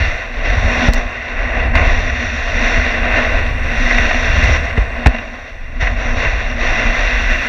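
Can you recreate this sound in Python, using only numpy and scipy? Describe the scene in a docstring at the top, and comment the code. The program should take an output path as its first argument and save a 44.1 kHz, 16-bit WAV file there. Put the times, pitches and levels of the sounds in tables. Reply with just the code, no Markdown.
"""On crusty snow a dog sled glides along, heard by a microphone in a sealed case carried on the sled.
The runners crush snow grains: hiss and snaps pass through the case and swell and fade in six registers.
The frame, filtered noise and dying low tones, shudders and thumps over bumps, with a knock on wood.
Short noise bursts make crunches of crust, a double twig snap and dry clicks; powder hisses faintly.
The input flattens the largest swings, so the hardest bump overloads it."""
import sys
import numpy as np
from scipy import signal
from scipy.fft import rfft, irfft
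from scipy.io import wavfile
from scipy.ndimage import uniform_filter1d

SR = 44100
rng = np.random.default_rng(int(sys.argv[2]) if len(sys.argv) > 2 else 0)


def transcribe(u):
    """Save the signal u as a 16-bit wav file named by the first command-line argument.

    u: samples, shape (n,) or (channels, n), limited to [-1, 1]; the rate is SR.
    q: integer samples, one column per channel.
    """
    v = np.clip(np.atleast_2d(u).T, -1, 1)
    q = np.round(v * 32767).astype(np.int16)
    wavfile.write(sys.argv[1], SR, q)


def voltage_ratio(level):
    """Linear amplitude factor for a level in decibels (scalar or array-like)."""
    return 10 ** (np.asarray(level, float) / 20)


N = 329868  # samples, about 7.48 s


def curve(table):
    """Draw straight lines between the rows of a table, giving each column a value for every sample."""
    time_s, *columns = np.transpose(table)
    return [np.interp(np.arange(N) / SR, time_s, column) for column in columns]


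def unit(x):
    """Scale to an average strength (rms) of 1."""
    return x / np.sqrt(np.mean(x ** 2))


def band(x, low_hz, high_hz, order=2):
    """Keep mainly the sound between two frequencies."""
    return signal.sosfilt(signal.butter(order, [low_hz, high_hz], "bandpass", fs=SR, output="sos"), x)


def noise():
    """Plain hiss, equally strong at all frequencies."""
    return rng.standard_normal(N)


def walk(rate_hz):
    """A wandering level: random steps, smoothed twice, with a spread of 1."""
    hold = int(SR / rate_hz)
    steps = np.repeat(rng.standard_normal(N // hold + 1), hold)
    smooth = uniform_filter1d(uniform_filter1d(steps, hold), hold)
    return unit(smooth[:N])


def bursts(table, rise_s):
    """Noise that rises quickly and dies away, one burst for each row (time, level, t60)."""
    envelope = np.zeros(N)
    t = np.arange(SR // 4) / SR
    for time_s, level_db, t60_s in table:
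        start = int(time_s * SR)
        decay = voltage_ratio(level_db - 60 * t / max(t60_s, 0.002))
        envelope[start:start + len(t)] += decay * (1 - np.exp(-t / rise_s))
    return envelope * noise()


# resonances of the case, whose powers add up:
# (frequency [Hz], width between the points about 4.6 dB under the peak [Hz], level [dB])
RESONANCES = [(241.7, 21.3, -4.5), (318, 72, -13), (487, 98, -9), (661, 201, -2.5), (1054, 302, -9),
              (1528, 190, -8.5), (1811, 140, -5.5), (1968, 308, -1.5), (2513, 336, -8), (2751, 134, -5),
              (2814, 19, -29), (3280, 29, -29), (3660, 640, -17), (4323, 240, -22.5), (4830, 150, -28.5),
              (5743, 460, -17.5), (6900, 600, -37)]
# narrow dips of the case: (frequency [Hz], width at half depth [Hz], depth [dB])
NOTCHES = [(880, 80, 5), (1850, 20, 6), (2870, 30, 6), (3050, 150, 3), (3300, 50, 5), (4130, 70, 9),
           (4590, 70, 7), (5130, 120, 5)]


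def through_case(x, steepness=1.543, size=8192):
    """The case strengthens sound near its resonances and weakens it in its dips."""
    hz = np.arange(size // 2 + 1) * SR / size
    power = sum(voltage_ratio(level_db) ** 2 / (1 + (2 * (hz - center) / width) ** 2) ** steepness
                for center, width, level_db in RESONANCES)
    dips = sum(np.log(voltage_ratio(depth_db)) / (1 + (2 * (hz - center) / width) ** 2)
               for center, width, depth_db in NOTCHES)
    # folding the cepstrum makes the case answer only after a sound arrives, never before
    cepstrum = irfft(np.log(power) / 2 - dips)
    cepstrum[1:size // 2] *= 2
    cepstrum[size // 2 + 1:] = 0
    response = irfft(np.exp(rfft(cepstrum)))
    return signal.fftconvolve(x, response)[:N]


def grains(rate_hz, spread_db):
    """Snow crystals snap at random moments as single clicks, a few much larger than the rest."""
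    chance = rng.random((3, N))
    snaps = chance[0] < rate_hz / SR
    direction = np.sign(chance[1] - 0.5)
    size_db = np.minimum(-spread_db * np.log(1 - chance[2]), 11)
    return unit(snaps * direction * voltage_ratio(size_db))


# scrape level under the pressure of the runners, with sudden steps up or down between the lists,
# before chatter and flicker: (time [s], level [dB])
PRESSURE = [
    [(0.0, -18.5), (0.048, -20), (0.294, -30.5), (0.43, -24.5)],
    [(0.46, -20), (0.612, -22.5), (0.88, -17), (0.912, -27), (0.976, -20.5), (1.06, -27.5), (1.626, -23.5),
     (1.73, -27)],
    [(1.77, -17), (2.12, -23.5), (2.45, -23), (2.73, -17), (3.01, -22.5), (3.18, -15.5), (3.56, -26.5),
     (3.83, -19), (4.57, -18), (4.58, -23.5), (4.69, -24), (4.76, -31), (4.77, -25), (4.9, -28),
     (5.04, -28.5)],
    [(5.09, -25.5), (5.19, -29), (5.22, -29.5), (5.42, -33.5), (5.65, -39.5), (5.797, -34.5)],
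    [(5.81, -19.5), (5.948, -29), (6.004, -23), (6.148, -24.5), (6.204, -19.5), (6.554, -27.5),
     (6.632, -18.5), (7.48, -18.5)],
]
# colour of the scrape as the snow changes, before each register takes its share:
# (time [s], treble lift [dB], low lift [dB])
SNOW_COLOUR = [(0, -1, -3.5), (.5, 0.5, 2.5), (.9, 2.5, 2), (1.2, -3.5, -0.5), (1.7, -7, 4),
               (1.9, 0.5, 0.5), (2.3, 4.5, -2.5), (2.8, 1, 0.5), (3.1, -5.5, 2.5), (3.6, -2.5, 0.5),
               (3.9, 1.5, -1.5), (4.5, 2, -1), (5.0, -4, 3), (5.5, 2.5, -1), (5.9, 1, 0.5), (6.5, 1.5, 1),
               (6.9, 0, -1.5), (7.48, -1, -5.5)]
# hollow ring of the sled bed, before waver, chatter and flicker: (time [s], level [dB])
BED_RING = [(0, -37), (.19, -46.5), (.56, -21.5), (.68, -29), (.83, -24), (1.15, -38.5), (1.65, -34.5),
            (1.8, -25.5), (2.44, -44.5), (2.55, -30), (3.17, -29), (3.4, -34.5), (4.4, -33), (4.9, -39),
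            (5.1, -34), (5.5, -47.5), (5.85, -39), (6.2, -27.5), (6.4, -38.5), (6.9, -28.5), (7.05, -38),
            (7.48, -36)]


def runners():
    """Runners crush snow into hiss and grains; chatter shakes all registers and each also flickers."""
    scrape_db, = curve(np.concatenate(PRESSURE))
    treble_db, low_db = curve(SNOW_COLOUR)
    bed_db, = curve(BED_RING)

    def follow(offset_db, pressure_share, lift_share, lift_db):
        """Level of a register that follows the pressure and the colour of the snow."""
        usual_db = -22
        return usual_db + offset_db + pressure_share * (scrape_db - usual_db) + lift_share * lift_db

    drag_db = follow(-5, 0.88, 0.95, low_db)
    grit_db = follow(-14.5, 1.1, 0.5, treble_db)
    whistle_db = follow(-21, 1.13, 0.96, treble_db)
    hiss_db = (grit_db + whistle_db) / 2 - 14.5
    chatter_db = 0.74 * walk(30)
    snow = through_case(noise() + 0.7 * grains(2000, 3.5))
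    # (low edge [Hz], high edge [Hz], level [dB], own flicker [dB])
    registers = [(161, 273, bed_db + 3 * walk(5), 0.56), (295, 1230, drag_db, 0.59),
                 (1317, 2813, scrape_db, 0.49), (3116, 4990, grit_db, 0.89),
                 (5230, 6110, whistle_db, 0.91), (6220, 7520, hiss_db, 0.45)]
    out = np.zeros(N)
    for low_hz, high_hz, level_db, flicker_db in registers:
        register = unit(band(snow, low_hz, high_hz, order=4))
        out += register * voltage_ratio(level_db + chatter_db + flicker_db * walk(13))
    return out


# shaking of the frame, before its waver: (time [s], slow heave level [dB], faster shudder level [dB])
SHAKING = [(0.0, -34.5, -8), (0.08, -8.5, -28), (0.25, -28.5, -36), (0.52, -10.5, -27), (0.71, -19, -18),
           (0.94, -12, -27.5), (1.18, -41, -32), (1.35, -14.5, -34), (1.77, -17, -18), (1.91, -12.5, -22),
           (2.23, -23, -29), (2.56, -19, -29.5), (2.98, -17.5, -24), (3.4, -15, -27), (3.46, -25.5, -26.5),
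           (3.77, -14.5, -25.5), (4.33, -15, -19.5), (4.73, -24.5, -23.5), (4.81, -14.5, -24),
           (5.42, -36.5, -41.5), (5.6, -21, -37), (5.94, -16, -22), (7.23, -17, -28), (7.48, -31, -28.5)]
# bumps under the frame, level before the soft onset:
# (time [s], level [dB], pitch [Hz], time to fall 60 dB [s], first swing up 1 or down -1)
FRAME_BUMPS = [(0.883, 3, 39.3, 0.13, -1), (1.747, -17.5, 49.6, 0.13, -1), (2.774, -9.5, 71, 0.34, 1),
               (3.992, -8, 58.4, 0.2, 1), (4.491, -8, 66.4, 0.41, 1), (4.7765, -3, 47.3, 0.27, -1),
               (5.0613, 11.5, 49.3, 0.11, -1), (5.825, -7, 40.7, 0.71, 1), (6.253, -8.5, 48, 0.22, -1)]


def frame():
    """The wooden frame heaves and shudders on uneven snow and rings low after each bump."""
    heave_db, shudder_db = curve(SHAKING)
    heave = unit(band(noise(), 20.7, 40.8)) * voltage_ratio(heave_db + 2.5 * walk(5))
    shudder = unit(band(noise(), 47.2, 87.3)) * voltage_ratio(shudder_db + 3 * walk(6))
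    out = heave + shudder
    t = np.arange(SR // 2) / SR
    for time_s, level_db, hz, t60_s, direction in FRAME_BUMPS:
        # the blow itself adds a quick half swing or so before the frame settles on its pitch
        phase = 2 * np.pi * (hz * t + 0.6 * (1 - np.exp(-t / 0.0055)))
        onset = 1 - np.exp(-t / 0.0038)
        start = int(time_s * SR)
        out[start:start + len(t)] += direction * voltage_ratio(level_db - 60 * t / t60_s) * np.sin(phase) * onset
    return out


def wood_knocks():
    """Each bump also knocks on wood: a short burst of noise in the low middle."""
    knocks = [(time_s, 1.05 * level_db + 5.5, 0.05) for time_s, level_db, *_ in FRAME_BUMPS]
    return band(bursts(knocks, 0.00079), 150, 750)


# lumps of crust breaking under a runner, before the case and filter:
# (time [s], level [dB], time to fall 60 dB [s])
CRUST_BREAKS = [(1.011, -13, 0.021), (1.7517, -1.5, 0.04), (1.772, -7, 0.034), (3.079, -9, 0.035),
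                (3.909, -4.5, 0.033), (3.9813, -1.5, 0.028), (4.1085, -6, 0.036), (4.142, -7, 0.03),
                (4.7724, -9, 0.02), (5.0589, 2, 0.021), (5.0676, 2, 0.025), (5.1437, -11.5, 0.035),
                (5.1616, -16, 0.03), (5.1827, -11, 0.034), (5.806, -19, 0.023), (5.834, -10, 0.018),
                (5.8684, -8.5, 0.05), (6.2472, -10, 0.034)]


def crunches():
    """Breaking lumps of crust are noise bursts that ring the middle resonances of the case."""
    crunch = band(through_case(bursts(CRUST_BREAKS, 0.0018)), 640, 3300)
    # the highest peak ends 1 dB under the highest level in the table
    top = voltage_ratio(-1) * np.max(voltage_ratio(np.array(CRUST_BREAKS)[:, 1]))
    return crunch * top / np.max(np.abs(crunch))


# dry ticks: a double twig snap near 0.94 s, and clicks where the input overloads on the largest swings;
# before the filters and their gains: (time [s], level [dB], time to fall 60 dB [s])
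DRY_TICKS = [(0.821, -37, 0.0048), (0.9353, -16, 0.0068), (0.944, -23, 0.006), (1.7534, -40, 0.0071),
             (1.834, -56.5, 0.0073), (1.9908, -38, 0.0064), (2.8479, -50.5, 0.006), (3.1248, -44, 0.0067),
             (3.9804, -35, 0.0041), (4.2173, -41, 0.006), (4.3727, -42.5, 0.0054), (5.0609, -29.5, 0.006),
             (5.0691, -10.5, 0.0051)]


def ticks():
    """A twig snap and overload clicks: tiny noise bursts in two treble bands, without the case."""
    tick = bursts(DRY_TICKS, 0.00025)
    return band(tick, 2500, 7400) * voltage_ratio(11.5) + band(tick, 8000, 14000) * voltage_ratio(-4.5)


# powder thrown up by the runners, before each band's own level and waver: (time [s], level [dB])
POWDER_SPRAY = [(0.0, -66), (0.3, -73.5), (0.8, -65), (1.2, -75.5), (2.25, -72), (3.8, -64.5), (4.98, -69),
                (5.13, -74.5), (5.8, -78), (6.1, -71.5), (6.54, -71), (7.48, -63.5)]
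# bands in which the powder hisses, level added to the spray: (low edge [Hz], high edge [Hz], level [dB])
POWDER_BANDS = [(7500, 8200, -0.5), (10200, 11500, -4), (12200, 14200, -3.5), (8000, 12000, -3)]


def powder():
    """Thrown powder is a faint fine hiss whose bands also come and go on their own."""
    spray_db, = curve(POWDER_SPRAY)
    out = np.zeros(N)
    for low_hz, high_hz, level_db in POWDER_BANDS:
        hiss = unit(band(noise(), low_hz, high_hz, order=3))
        out += hiss * voltage_ratio(spray_db + level_db + 1.6 * walk(3))
    return out


def scene():
    """All sounds add up at one microphone."""
    return (runners() + frame() + wood_knocks() + crunches() + ticks() + powder())[None]


def low_pass(x):
    """Removes everything above the highest recorded frequency."""
    return signal.sosfilt(signal.butter(12, 15250, fs=SR, output="sos"), x)


def record(dry):
    """The input stage flattens the largest swings, bending smoothly towards a ceiling."""
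    ceiling = 0.96  # of full scale
    flat = dry / (1 + np.abs(dry / ceiling) ** 8) ** (1 / 8)
    return low_pass(flat)


dry = scene()
out = record(dry)
transcribe(out)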